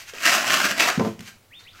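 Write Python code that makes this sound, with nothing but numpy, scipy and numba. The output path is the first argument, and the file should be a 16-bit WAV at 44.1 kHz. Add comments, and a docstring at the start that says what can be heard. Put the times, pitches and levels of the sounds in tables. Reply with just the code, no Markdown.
"""In a small wood-lined room, hands brush a foam tube and a utility knife enters it with a soft knock.
Through one long stroke the blade bursts foam cells in a dense, catching crackle that excites the tube's
resonance; a short rip out through the end follows. A cut piece drops and bounces with hollow thumps, and
hands brush and tap it. Last, a bird outside gives two faint rising whistles, a second one twitters,
and the foam creaks under a fresh grip."""
import sys
import numpy as np
from scipy import signal
from scipy.fft import rfft, irfft
from scipy.io import wavfile
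from numba import njit

SR = 44100
rng = np.random.default_rng(int(sys.argv[2]) if len(sys.argv) > 2 else 0)


def transcribe(signal):
    """Save signal, clipped to [-1, 1], as a 16-bit WAV file at the path in sys.argv[1]."""
    frames = np.atleast_2d(signal).T
    limited = np.clip(frames, -1, 1)
    pcm = np.round(limited * 32767).astype(np.int16)
    wavfile.write(sys.argv[1], SR, pcm)


N = 79380

# spectrum of light contact with the foam: f/Hz, relative spectral level/dB
CONTACT_SPECTRUM = [(50, -17), (150, -27), (500, -14), (900, -10), (1400, -4.5), (2300, -0.5), (3600, -7),
                    (4600, -7.5), (6500, -7.5), (9500, -18.5), (14000, -17.5), (16000, -32)]
# spectrum of the blade's snaps and knock: f/Hz, relative spectral level/dB
SNAP_SPECTRUM = [(40, -47), (140, -28), (450, -22), (700, -2), (1300, -2.5), (2700, -4.5), (3700, -6),
                 (7500, -16), (9500, -27), (16000, -41)]
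TUBE_WIDTH_HZ, CONTACT_RISE_S = 420, 0.00027


def undb(db):
    """Amplitude ratio of a level in decibels."""
    return 10 ** (np.asarray(db) / 20)


def unit(x):
    """Normalisation to rms 1."""
    return x / np.sqrt(np.mean(x ** 2) + 1e-18)


def convolve(x, response):
    """Convolution: the output of a linear system with this impulse response."""
    return signal.fftconvolve(x, response)[:N]


def colour(x, points, size=4096):
    """Minimum-phase filter of unit power gain, shaped by (f/Hz, level/dB) points."""
    hz, db = np.array(points).T
    log_hz = np.log(np.fft.rfftfreq(size, 1 / SR) + 1)
    cepstrum = irfft(np.log(undb(np.interp(log_hz, np.log(hz), db))))
    cepstrum[1:size // 2] *= 2  # folding the cepstrum makes the filter causal
    cepstrum[size // 2 + 1:] = 0
    response = irfft(np.exp(rfft(cepstrum)))
    return convolve(x, response / np.linalg.norm(response))


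@njit
def resonate(x, hz, width_hz):
    """Second-order resonance with a moving centre frequency and unit gain there."""
    y, band_state, low_state = np.empty(len(x)), 0., 0.
    for i in range(len(x)):
        g, damping = np.tan(np.pi * hz[i] / SR), width_hz / hz[i]
        band = (band_state + g * (x[i] - low_state)) / (1 + g * (g + damping))
        band_state, low_state = 2 * band - band_state, low_state + 2 * g * band
        y[i] = damping * band
    return y


def ring_at(x, hz, width_hz):
    """Resonance at a constant frequency."""
    return resonate(x, np.full(len(x), float(hz)), float(width_hz))


def low_pass(x, hz, order=2):
    """Attenuation above a cutoff frequency."""
    return signal.sosfilt(signal.butter(order, hz, fs=SR, output="sos"), x)


def walk(per_s):
    """Random fluctuation: linear interpolation between Gaussian values."""
    return np.interp(np.arange(N) / SR * per_s, np.arange(N), rng.standard_normal(N))


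def add(out, start, sound):
    """Superposition of a sound from its start time on."""
    i = max(int(start * SR), 0)
    out[i:i + len(sound)] += sound[:N - i]


def burst(rise_s, decay_s, size=4096):
    """Transient noise with exponential rise and decay."""
    t = np.arange(size) / SR
    return rng.standard_normal(size) * (1 - np.exp(-t / rise_s)) * np.exp(-t / decay_s)


def cells(per_s, spread_db):
    """Shot noise: independent clicks of very unequal size."""
    size = undb(spread_db * np.minimum(rng.exponential(size=N), np.pi))
    fires = rng.random(N) < per_s / SR
    return unit(fires * size * np.sign(rng.standard_normal(N)))


def squeak(peak, db, half_width_s, hz, width_hz):
    """Narrow-band noise under a Gaussian envelope, heard as a brief, rough note."""
    note = ring_at(ring_at(rng.standard_normal(N), hz, width_hz), hz, width_hz)
    envelope = np.exp(-((np.arange(N) / SR - peak) / half_width_s) ** 2)
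    return undb(db) * envelope * unit(note)


def air():
    """Stationary noise: the still room's background, strongest in the bass."""
    # background spectrum: f/Hz, relative spectral level/dB
    spectrum = [(25, 1.5), (55, -18), (92, 8), (140, -7.5), (250, -9), (600, -11), (1500, -16.5),
                (3000, -18), (6000, -22), (10000, -24), (16000, -24)]
    return undb(-56.5) * colour(rng.standard_normal(N), spectrum)


def brushes():
    """Sliding friction: skin moves over the foam in short swells of fine crackle."""
    # hand movements: peak t/s, level/dB, rise/s, fall/s (each between peak and about half amplitude)
    slides = [(.015, -39, 0.067, 0.017), (0.096, -37.5, 0.019, 0.0089), (1.06, -41.5, 0.15, 0.041),
              (1.225, -48, 0.023, 0.038), (1.281, -39, 0.013, 0.014), (1.6, -50.5, 0.0071, 0.011),
              (1.63, -57.5, 0.024, 0.022), (1.775, -51.5, 0.032, .05)]
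    t, swell = np.arange(N) / SR, np.zeros(N)
    for peak, db, rise, fall in slides:
        from_peak = 1.35 * (t - peak) / np.where(t < peak, rise, fall)
        swell += undb(db) / np.cosh(np.clip(from_peak, -20, 20))
    return swell * colour(cells(per_s=5400, spread_db=1.5), CONTACT_SPECTRUM)


def cut(course, spectrum):
    """Source and filter: bursting cells drive a tube resonance that moves with blade and grip."""
    # body of the sound, thin early on, fuller as the slit lengthens: t/s, bass gain/dB, low-mid gain/dB
    fullness = [(.15, 0, 4), (.225, -8.5, -29), (0.281, -8, 3.5), (.36, -2, -2), (.45, -1, 5),
                (.58, -2.5, -10.5), (.71, 3.5, -2), (.8, 1.5, -5.5), (.9, 2.5, 1.5)]
    t = np.arange(N) / SR
    times, db, hz = np.array(course).T
    body_times, bass_db, low_mid_db = np.array(fullness).T
    bursts = cells(per_s=5000, spread_db=5)
    catching = undb(2 * walk(per_s=230))  # cells burst in clumps as the blade catches and slips
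    crackle = colour(bursts * catching, spectrum)
    tube = undb(1) * resonate(crackle, np.interp(t, times, hz), TUBE_WIDTH_HZ)
    bass = signal.sosfiltfilt(signal.butter(2, 474, fs=SR, output="sos"), crackle)
    low_mids = ring_at(crackle, hz=847, width_hz=380)
    bass_change = (undb(np.interp(t, body_times, bass_db)) - 1) * bass
    low_mid_change = (undb(np.interp(t, body_times, low_mid_db)) - 1) * low_mids
    envelope = undb(np.interp(t, times, db)) * (t > times[0]) * (t < times[-1])
    return envelope * unit(crackle + tube + bass_change + low_mid_change)


def long_stroke():
    """Progressive fracture: the blade bursts cell after cell along the tube."""
    # course of the stroke: t/s, level/dB, tube resonance f/Hz
    course = [(.125, -60, 1944), (.14, -40.5, 1750), (.218, -30.5, 1920), (.23, -22.5, 1700),
              (.249, -19.5, 1730), (.257, -12, 1710), (.305, -17.5, 1860), (.35, -17, 1420),
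              (.362, -20.5, 1500), (.45, -26.5, 1900), (.53, -16.5, 1300), (.585, -24, 1370),
              (.605, -22, 1470), (.635, -23.5, 1480), (.655, -15.5, 1600), (.68, -28.5, 1780),
              (.714, -20.5, 1840), (.735, -44, 1800), (.775, -30, 2000)]
    # spectrum of the bursting cells: f/Hz, relative spectral level/dB
    spectrum = [(40, -48), (80, -20.5), (140, -12), (260, -3.5), (430, -12.5), (540, -8.5), (640, 1),
                (800, -7), (1020, -6.5), (1250, -2), (2150, -5), (2750, -0.5), (3650, -11), (4600, -7.5),
                (6000, -7.5), (7900, -12.5), (9200, -20), (13000, -19), (16000, -25)]
    return cut(course, spectrum)


def knock():
    """Impact excitation: the blade meets the tube wall, which answers with a soft, boxy resonance."""
    # impact on the wall: t/s, level/dB, resonance f/Hz
    impacts = [(0.1353, -36, 476)]
    out = np.zeros(N)
    for start, db, hz in impacts:
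        push = burst(CONTACT_RISE_S, decay_s=0.004)
        contact = colour(push, SNAP_SPECTRUM)[:len(push)]
        ring = undb(22) * ring_at(push, hz, width_hz=180)
        add(out, start, undb(db) * (contact + ring))
    return out


def snags():
    """Sudden release of stress: the snagged blade snaps free, many cells give way and the tube rings."""
    # releases of the blade: t/s, level/dB, tube resonance f/Hz
    releases = [(.183, -30.5, 2520), (0.258, -17, 1800), (.273, -12, 1740), (.282, -17, 1750),
                (.2975, -22, 1800), (0.323, -14.5, 2380), (0.349, -9, 1350), (.505, -11, 1900),
                (.542, -9, 1450), (0.557, -13, 1500), (0.603, -9, 1400), (.656, -14, 1570),
                (.7995, -9.5, 2520), (0.8054, -6, 2610), (0.882, -18, 1390), (0.9016, -11.5, 1620)]
    out = np.zeros(N)
    for start, db, hz in releases:
        snap = burst(CONTACT_RISE_S, decay_s=0.0012)
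        snap[0] = undb(5.5)  # sharp leading click
        ring = undb(7) * ring_at(snap, hz, TUBE_WIDTH_HZ)
        add(out, start, undb(db) * (snap + ring))
    return colour(out, SNAP_SPECTRUM)


def rip():
    """Rapid fracture: the blade tears out through the end, and the tube's resonance drops."""
    # course of the rip: t/s, level/dB, tube resonance f/Hz
    course = [(.773, -41, 2423), (.779, -22.5, 2270), (.796, -20.5, 2390), (.801, -13.5, 2560),
              (.822, -17, 2650), (.84, -18.5, 2350), (.868, -22, 1500), (.886, -16.5, 1350),
              (.902, -23.5, 1350), (.912, -38.5, 1410), (.97, -38, 1700)]
    # spectrum of the bursting cells: f/Hz, relative spectral level/dB
    spectrum = [(40, -36), (90, -35), (200, -6.5), (480, -7), (740, -0.5), (1050, -5.5), (1300, -2.5),
                (1700, -3), (2600, -4), (3300, -8), (5300, -8.5), (7700, -13.5), (9500, -21.5),
                (13000, -20), (16000, -27)]
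    return cut(course, spectrum)


def thumps():
    """Damped modes: each blow rings the foam with a thud and a tick of its own brightness."""
    # blows: t/s, body level/dB, body cutoff f/Hz, tick level/dB, tick cutoff f/Hz
    blows = [(0.976, -15, 263, -25, 4500), (.996, -19, 2000, -20.5, 5450), (1.005, -15, 1120, -42, 4000),
             (1.018, -19.5, 1020, -44, 4000), (1.048, -22.5, 1810, -28.5, 5470),
             (1.057, -20.5, 1000, -42, 4000), (1.069, -22.5, 990, -58, 4000),
             (1.192, -27.5, 187, -34, 12000), (1.206, -27, 183, -31, 14000), (1.27, -39, 128, -50, 8000)]
    # hollow modes: f/Hz, relative level/dB, T60/s
    modes = [(101.2, -10.5, 0.35), (117.6, -9.5, 0.22), (175.5, 4.5, 0.061), (214.9, -4.5, 0.22),
             (246.5, 0.5, 0.13), (340.4, 3, 0.11), (441, 0, 0.2), (549, -11.5, 0.15), (690, -6.5, 0.18),
             (754, -8, 0.097), (918, -6, 0.1), (1020, -4, 0.18), (1190, -6, 0.11)]
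    # spectrum of the thud: f/Hz, relative spectral level/dB
    thud_spectrum = [(30, -33), (65, -27), (110, -9.5), (200, 4.5), (330, 0), (550, -5), (1000, -12),
                     (1500, -12), (4000, -19), (16000, -73)]
    t, body, ticks = np.arange(N // 3) / SR, np.zeros(N), np.zeros(N)
    for start, db, cutoff_hz, tick_db, tick_hz in blows:
        signs = rng.choice([-1, 1], len(modes))
        ring = sum(sign * undb(mode_db) * np.cos(2 * np.pi * hz * t) * np.exp(-np.log(1000) * t / t60)
                   for sign, (hz, mode_db, t60) in zip(signs, modes))
        thud = colour(burst(rise_s=0.00077, decay_s=0.0092), thud_spectrum)
        blow = undb(-9) * ring
        add(blow, 0, undb(1.5) * thud)
        add(body, start, undb(db) * low_pass(blow, cutoff_hz, order=3))
        tick = burst(CONTACT_RISE_S, decay_s=0.0029)
        add(ticks, start, undb(tick_db) * low_pass(tick, tick_hz))
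    return body + colour(ticks, CONTACT_SPECTRUM)


def whistles(lead_s=0.019, knee_hz=1990, rise_s=0.031, fall_s=0.021):
    """Frequency modulation: a bird's pure tone climbs to a knee, sweeps up and holds its top note."""
    # calls: t/s, duration/s, level/dB, starting f/Hz, top f/Hz, sweep time/s
    calls = [(1.502, 0.1, -46, 1545, 3630, .047), (1.645, .064, -45.5, 1810, 3660, 0.039)]
    t, out = np.arange(N) / SR, np.zeros(N)
    for start, length, db, low_hz, top_hz, sweep_s in calls:
        lead = np.interp(t, [0, lead_s], [low_hz, knee_hz])
        glide = np.sin(np.pi / 2 * np.clip((t - lead_s) / sweep_s, 0, 1))
        waver = 1 + 0.008 * walk(per_s=440)
        hz = (lead + (top_hz - knee_hz) * glide) * waver
        tone = np.sqrt(2) * np.sin(2 * np.pi * np.cumsum(hz) / SR)
        envelope = np.clip(t / rise_s, 0, 1) * np.clip((length - t) / fall_s, 0, 1)
        add(out, start, undb(db) * envelope * tone)
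    return out


def twitter(half_width_s=0.0092):
    """Pitch from narrow-band noise: a second bird's faint, high chirps."""
    # chirps: peak t/s, level/dB, f/Hz
    chirps = [(1.6, -51.5, 4300), (1.622, -62, 4400), (1.641, -50.5, 3930), (1.655, -62, 4400),
              (1.712, -56, 4000), (1.735, -57, 4550)]
    return sum(squeak(peak, db, half_width_s, hz, width_hz=740) for peak, db, hz in chirps)


def creaks():
    """Stick-slip friction: fingers take a fresh grip on the foam in brief, narrow squeaks."""
    # slips: peak t/s, level/dB, envelope half-width/s, f/Hz
    slips = [(1.612, -55, 0.017, 1330), (1.757, -52, 0.021, 1380), (1.795, -46, 0.0053, 1520)]
    return sum(squeak(peak, db, half_width_s, hz, width_hz=360) for peak, db, half_width_s, hz in slips)


def room(x, wet_db, gap_s=0.003, drift_hz=1.585):
    """Reverberation: dense echoes of close walls, whose pattern changes as the source moves."""
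    # reverberation time by band: f/Hz, T60/s
    bands = [(100, 0.47), (500, 0.38), (2000, 0.33), (6000, 0.3), (15000, 0.26)]
    t, octaves = np.arange(N) / SR, np.log2(np.fft.rfftfreq(N, 1 / SR) + 1)
    centres = np.log2([hz for hz, _ in bands])
    shares = [np.interp(octaves, centres, row) for row in np.eye(len(bands))]
    turn, echoes = 2 * np.pi * drift_hz * t, np.zeros(N)
    for weight in (np.cos(turn), np.sin(turn)):  # crossfade between two echo patterns
        noise = rfft(rng.standard_normal(N))
        tail = (t > gap_s) * sum(irfft(noise * share, N) * np.exp(-np.log(1000) * t / t60)
                                 for share, (_, t60) in zip(shares, bands))
        echoes += convolve(x * weight, tail / np.linalg.norm(tail))
    return (x + undb(wet_db) * echoes) / np.sqrt(1 + undb(2 * wet_db))


def scene():
    """Superposition of foam, thumps and birds, each with its share of reverberation, over still air."""
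    foam = brushes() + long_stroke() + knock() + snags() + rip() + creaks()
    birds = whistles() + twitter()
    return (air() + room(foam, wet_db=-4) + room(thumps(), wet_db=-11.5) + room(birds, wet_db=-3.5))[None]


def record(dry, ceiling=0.97, top_hz=15850):
    """Soft saturation rounds the highest peaks; a steep low-pass limits the bandwidth."""
    rounded = ceiling * np.tanh(dry / ceiling)
    return signal.sosfilt(signal.ellip(10, .2, 80, top_hz, fs=SR, output="sos"), rounded)


dry = scene()
out = record(dry)
transcribe(out)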